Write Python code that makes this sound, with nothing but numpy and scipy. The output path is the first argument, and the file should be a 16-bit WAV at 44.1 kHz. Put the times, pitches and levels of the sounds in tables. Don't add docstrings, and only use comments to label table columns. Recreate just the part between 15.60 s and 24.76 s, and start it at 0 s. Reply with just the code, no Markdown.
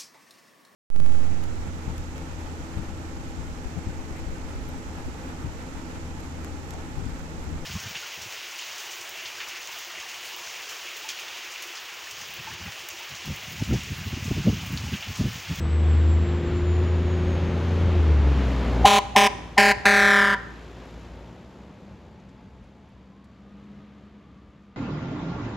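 import sys
import numpy as np
from scipy import signal
from scipy.fft import rfft, irfft
from scipy.io import wavfile
from scipy.ndimage import uniform_filter1d

SR = 44100
rng = np.random.default_rng(int(sys.argv[2]) if len(sys.argv) > 2 else 0)


def output_pcm(signal):
    pcm = np.clip(np.atleast_2d(signal).T, -1, 1) * 32767
    wavfile.write(sys.argv[1], SR, np.round(pcm).astype(np.int16))


N = 403956
T = np.arange(N) / SR
LEFT_RIGHT = np.array([[1], [-1]])


def undb(db):
    return 10 ** (np.asarray(db) / 20)

def unit(x):
    return x / np.sqrt(np.mean(x ** 2) + 1e-20)

def curve(table):
    return np.interp(T, *np.transpose(table))

def ramp(start_s, length_s):
    return np.clip((T - start_s) / length_s, 0, 1)

def colour(x, points):
    hz, db = np.transpose(points)
    size = 4096
    bins_hz = np.arange(size // 2 + 1) * SR / size
    log_gain = np.log(undb(np.interp(np.log(bins_hz + 1), np.log(hz), db)))
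    cepstrum = irfft(log_gain)[:size // 2] * np.r_[1, np.full(size // 2 - 1, 2)]
    impulse = irfft(np.exp(rfft(cepstrum, size)))[:size // 2]
    return signal.fftconvolve(x, impulse)[:len(x)]

def band(x, lo_hz, hi_hz):
    return signal.sosfilt(signal.butter(4, [lo_hz, hi_hz], "band", fs=SR, output="sos"), x)

def walk(rate_hz):
    step = int(SR / rate_hz)
    return 1.3 * uniform_filter1d(np.repeat(rng.standard_normal(N // step + 1), step), step)[:N]

def turn(hz):
    return 2 * np.pi * np.cumsum(hz) / SR

def delay(x, lag_s):
    return np.interp(T - lag_s, T, x, left=0)

def spin(hz, db, waver):
    return undb(db + 3 * walk(20)) * np.sin(turn(hz * (1 + waver * walk(300))))


TRUCK_M_S, CLOSEST_M, SOUND_M_S = 11, 8.9, 343
HORN_PASSES_S, ENGINE_PASSES_S = 5.2, 5.28
def path(passes_s):
    ahead_m = TRUCK_M_S * (passes_s - T)
    distance_m = np.hypot(ahead_m, CLOSEST_M)
    return CLOSEST_M / distance_m, ahead_m / distance_m

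def behind():
    return np.maximum(-path(ENGINE_PASSES_S)[1], 0)

# start_s, ease_s, effort_fraction
THROTTLE = [(5.549, 6.0, 0.13), (7.7, 8.2, 1)]
PULL_RISE_S, PULL_DECAY_S, HUSH_START_S = 0.35, 1, 3.255
def part_db(base_db, spreading_share, behind_db, pull_db, hush_db):
    nearness, _ = path(ENGINE_PASSES_S)
    spreading_db = spreading_share * 20 * np.log10(nearness)
    pull = sum(effort * ramp(start_s, PULL_RISE_S) * np.exp(-np.maximum(T - ease_s, 0) / PULL_DECAY_S)
               for start_s, ease_s, effort in THROTTLE)
    hush = .62 * ramp(HUSH_START_S, .03) + .38 * ramp(HUSH_START_S, 1.9)
    return base_db + spreading_db + behind_db * behind() + pull_db * pull + hush_db * hush


# time_s, firing_hz
FIRING_RATE = [(0, 76.88), (1.15, 82.62), (2.3, 85.76), (2.52, 74.2), (2.85, 63.77), (3.3, 57.45),
               (5.65, 56.86), (6, 65.2), (6.85, 63.86), (8.55, 69.05), (9.16, 67.6)]
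# time_s, relative_level_db
EXHAUST_BOOM = [(0, -29), (.18, -19), (.56, -18), (.83, -28.5), (1.15, -20.5), (1.91, -27), (2.3, -20),
                (2.55, -17), (2.95, -24.5), (3.25, -22.5), (3.29, -43.5), (5.6, -46), (5.8, -56.5),
                (9.16, -60)]
# base_db, spreading_share, behind_db, pull_db, hush_db
SECOND_HARMONIC = (-27.5, 0.45, -8, 1, -24)
THIRD_HARMONIC = (-32, .5, 1.5, 11.5, -21)
GEAR_TONE = (-33, 0.49, 1.5, 10.5, -31.5)
GEAR_ORDER, PANEL_HZ, PANEL_WIDTH_HZ, PANEL_DB = 13 / 3, 356.9, 16, 10
def diesel():
    firing_hz = curve(FIRING_RATE)
    phase = turn(firing_hz * (1 + 0.0061 * walk(40)))
    tones = undb(curve(EXHAUST_BOOM) + 3 + .8 * walk(30)) * np.sin(phase)
    panel_detuning = 2 * (GEAR_ORDER * firing_hz - PANEL_HZ) / PANEL_WIDTH_HZ
    gear_db = part_db(*GEAR_TONE) + PANEL_DB / (1 + panel_detuning ** 2)
    second_db, third_db = part_db(*SECOND_HARMONIC), part_db(*THIRD_HARMONIC)
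    for order, db in ((2, second_db), (3, third_db), (GEAR_ORDER, gear_db)):
        tones += undb(db + 1.5 * walk(25)) * np.sin(order * phase + rng.uniform(0, 2 * np.pi))
    for order in np.arange(4, 21) / 3:
        crank_db = second_db - 9.5 - 1.1 * order + 3.8 * walk(5.4)
        tones += undb(crank_db) * np.sin(order * phase + rng.uniform(0, 2 * np.pi))
    return tones, phase


# time_s, pitch_hz
TURBO_PITCH = [(0, 7790), (.7, 7520), (1.4, 6833), (2.35, 6015), (3, 5300), (5.8, 4680), (9.16, 4580)]
# base_db, spreading_share, behind_db, pull_db, hush_db
TURBO_STRENGTH = (-59, 0, 0, -5, -10.5)
def turbo(db_per_octave=25):
    hz = curve(TURBO_PITCH)
    return spin(hz, part_db(*TURBO_STRENGTH) + db_per_octave * np.log2(hz / 7000), waver=.004)


# frequency_hz, density_db
ROAR_SPECTRUM = [(25, -28), (45, -3.5), (65, 4), (100, -0.5), (200, 0.5), (300, -11), (500, -12),
                 (1000, -22), (2200, -26), (4000, -33), (7000, -32), (9000, -45), (11500, -38),
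                 (15500, -55.5)]
BAND_EDGES = [25, 105, 300, 1000, 4000, 16000]
# base_db, spreading_share, behind_db, pull_db, hush_db, pulse_depth, wander_db
ROAR_BANDS = [(-28, 0.58, 0.5, -1, -25, 0.13, 2.5), (-29, .6, -0.5, 3, -22, .2, 0.91),
              (-23, 1.18, 0, 5, -26.5, .25, 0.64), (-34, 0.63, -5.5, 4.5, -20.5, .05, .6),
              (-48, 0.99, -5.5, 3.5, -18, .2, .6)]
def roar(firing_phase):
    mid, side = (colour(rng.standard_normal(N), ROAR_SPECTRUM) for _ in range(2))
    out = 0
    for lo, hi, (*level, pulse_depth, wander_db) in zip(BAND_EDGES, BAND_EDGES[1:], ROAR_BANDS):
        width = undb(-22 + 2.2 * np.log2(hi / 300 + 1))
        stereo = unit(band(mid, lo, hi)) + width * unit(band(side, lo, hi)) * LEFT_RIGHT
        pulsing = 1 + pulse_depth * np.sin(firing_phase)
        out += stereo * undb(part_db(*level) + wander_db * walk(12)) * pulsing
    return out


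def steepen(advance_samples):
    potential = signal.lfilter([1], [1, -.9995], advance_samples) / 4
    diffusion = np.exp(-np.arange(-70, 71) ** 2 / 8)
    spread = np.convolve(np.exp(np.clip(potential, -600, 600)), diffusion, "same")
    pressure = 4 * np.diff(np.log(spread), prepend=0)
    return pressure * (np.minimum(T, T[-1] - T) > .01)

# frequency_hz, gain_db
BELL_RESPONSE = [(100, -43), (205, -21), (410, -9), (600, -13), (790, 1.5), (1000, 4), (1230, -4),
                 (1700, 5), (2300, -1), (3300, -3.5), (5000, -3), (7000, -6.5), (10000, -0.5), (15500, -7)]
def bell(shocks, heading, ahead_db=6.5, abeam_db=-25):
    wave = colour(shocks, BELL_RESPONSE)
    wave = wave - 2 * signal.lfilter(*signal.iirpeak(1700, 1, fs=SR), wave)
    treble = signal.sosfiltfilt(signal.butter(2, 2900, "high", fs=SR, output="sos"), wave)
    treble_db = abeam_db + (ahead_db - abeam_db) * heading
    return wave + (undb(treble_db) - 1) * treble

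def asphalt(wave, nearness, closest_lag_ms=0.693, reflection=0.77):
    bounce = signal.sosfiltfilt(signal.butter(1, 8000, fs=SR, output="sos"), wave)
    lag_ms = closest_lag_ms * nearness ** .9 + .003 * walk(40)
    return wave + reflection * delay(bounce, lag_ms / 1000)

# start_s, shut_s, pitch_hz, rise_s, fall_s, level_db, onset_boost_db, yelp_db
HORN_BLASTS = [(3.25, 3.386, 201.3, 0.009, 0.01, -16.5, 6, -1.5),
               (3.558, 3.67, 200.5, .0066, 0.014, -16, 7, -12),
               (3.974, 4.116, 201.3, .0084, 0.02, -15.5, 7, -20.5),
               (4.251, 4.744, 200.0, 0.0065, 0.018, -15.5, 5, -27)]
# harmonic_number, relative_level_db
REED_HARMONICS = [(1, 4.5), (2, -6), (3, -5), (4, -14), (5, -5)]
# harmonic_number, relative_level_db
SQUEAL_PARTIALS = [(4, -1.8), (5, .5)]
BEAT_HZ, YELP_HZ = 35.6, 783
HOLD_S, SAG_DB_PER_S = 0.33, -26.5
def air_horn():
    nearness, heading = path(HORN_PASSES_S)
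    pressure, gain, yelps = np.zeros((3, N))
    reed_hz = np.full(N, HORN_BLASTS[0][2])
    for start_s, shut_s, pitch_hz, rise_s, fall_s, level_db, boost_db, yelp_db in HORN_BLASTS:
        age_s = T - start_s
        pressure += ramp(start_s, rise_s) * np.exp(-2 * np.maximum(T - shut_s, 0) / fall_s)
        onset_db = boost_db * np.exp(-(age_s / 0.03) ** 2)
        sag_db = SAG_DB_PER_S * np.maximum(age_s - HOLD_S, 0)
        gain = np.where(age_s >= 0, undb(level_db + onset_db + sag_db), gain)
        reed_hz = np.where(age_s >= 0, pitch_hz, reed_hz)
        yelp_envelope = undb(yelp_db) * np.exp(-((age_s - .002) / 0.005) ** 2)
        yelps += yelp_envelope * np.sin(2 * np.pi * YELP_HZ * age_s)
    doppler_hz = reed_hz / (1 - heading * TRUCK_M_S / SOUND_M_S)
    phase = turn(doppler_hz * (1 + .0012 * walk(300)))
    beat_phase = turn(BEAT_HZ + .7 * walk(60))
    reed = sum(undb(db) * np.sin(k * phase) for k, db in REED_HARMONICS)
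    squeal = sum(undb(db) * np.sin(k * (phase - .7) - beat_phase) for k, db in SQUEAL_PARTIALS)
    rush = undb(-21) * unit(band(rng.standard_normal(N), 300, 3000))
    shocks = steepen(10 * pressure * (pressure * reed + squeal + rush))
    wave = asphalt(bell(shocks, heading), nearness)
    return unit(wave) * np.sqrt(np.mean(pressure ** 2)) * gain + yelps


# delay_s, gain_db
HOUSE_ECHOES = [(.034, -22), (0.073, -35.5), (.125, -43)]
def street(x, reverb_s=0.77):
    echoes = sum(undb(db) * delay(x, lag_s) for lag_s, db in HOUSE_ECHOES)
    t = T[:SR]
    tails = rng.standard_normal((2, SR)) * undb(-60 * t / reverb_s) * np.minimum(t / 0.0064, 1)
    tails /= np.sqrt(np.sum(tails ** 2, axis=1, keepdims=True))
    blurred = delay(x, .001 + .00016 * walk(60))
    mid, side = (signal.fftconvolve(blurred, tail)[:N] for tail in tails)
    wet = echoes + undb(-16) * (mid + 0.72 * side * LEFT_RIGHT)
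    dulling = [(200, 2.5), (1000, 0), (3000, -2.5), (7000, -2), (14000, -19.5)]
    return np.array([colour(ear, dulling) for ear in wet])


def tailpipe(resonance_hz=195):
    nearness, _ = path(ENGINE_PASSES_S)
    gas = band(rng.standard_normal(N), 114, 303)
    hum = unit(signal.lfilter(*signal.iirpeak(resonance_hz, 9, fs=SR), gas))
    return hum * undb(-48) * np.sqrt(behind()) * nearness ** .8


# start_s, relative_peak_db, pitch_hz
RATTLE_TICKS = [(5.3394, -55, 3470), (6.5987, -58, 3340), (6.6904, -56, 3690), (7.0392, -60, 4520),
                (7.2897, -63, 6260), (7.6426, -52, 5060), (8.0383, -61, 3344)]
def rattles(decay_s=0.0072):
    out = np.zeros(N)
    t = T[:SR // 10]
    for start_s, db, hz in RATTLE_TICKS:
        tick = band(rng.standard_normal(len(t)) * np.exp(-t / decay_s), hz * 0.68, hz * 2.29)
        start = int(start_s * SR)
        out[start:start + len(t)] += undb(db - 1.5) * tick / np.abs(tick).max()
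    return out


# time_s, pitch_hz
WHINE_PITCH = [(5.4, 933), (6.1, 862), (7.25, 860), (7.8, 1200), (8.15, 1248), (8.5, 1160), (9.16, 1200)]
def drive_line():
    nearness, _ = path(ENGINE_PASSES_S)
    fade_in = ramp(WHINE_PITCH[0][0], length_s=.1)
    return fade_in * nearness ** 0.31 * spin(curve(WHINE_PITCH), db=-63, waver=0.0341)


def scene():
    horn = air_horn()
    engine, firing_phase = diesel()
    truck = engine + tailpipe() + turbo() + drive_line() + rattles() + roar(firing_phase)
    return truck * undb(.45 * LEFT_RIGHT) + horn * undb(.1 * LEFT_RIGHT) + street(horn)


# frequency_hz, left_lead_rad
PORT_PHASE = [(0, 0), (6500, 0), (8000, .9), (9100, 3.1), (11000, 1.8), (13200, 3.1), (15000, 1.6)]
def record(dry, ceiling=.92, cutoff_hz=15900):
    lead_rad = np.interp(np.arange(N // 2 + 1) * SR / N, *np.transpose(PORT_PHASE))
    fade = np.minimum(np.minimum(T, T[-1] - T) / .004, 1)
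    shifted = irfft(rfft(dry * fade) * np.exp(.5j * lead_rad * LEFT_RIGHT), N)
    rounded = shifted / (1 + (shifted / ceiling) ** 6) ** (1 / 6)
    return signal.sosfilt(signal.ellip(10, .2, 80, cutoff_hz, fs=SR, output="sos"), rounded)


dry = scene()
out = record(dry)
output_pcm(out)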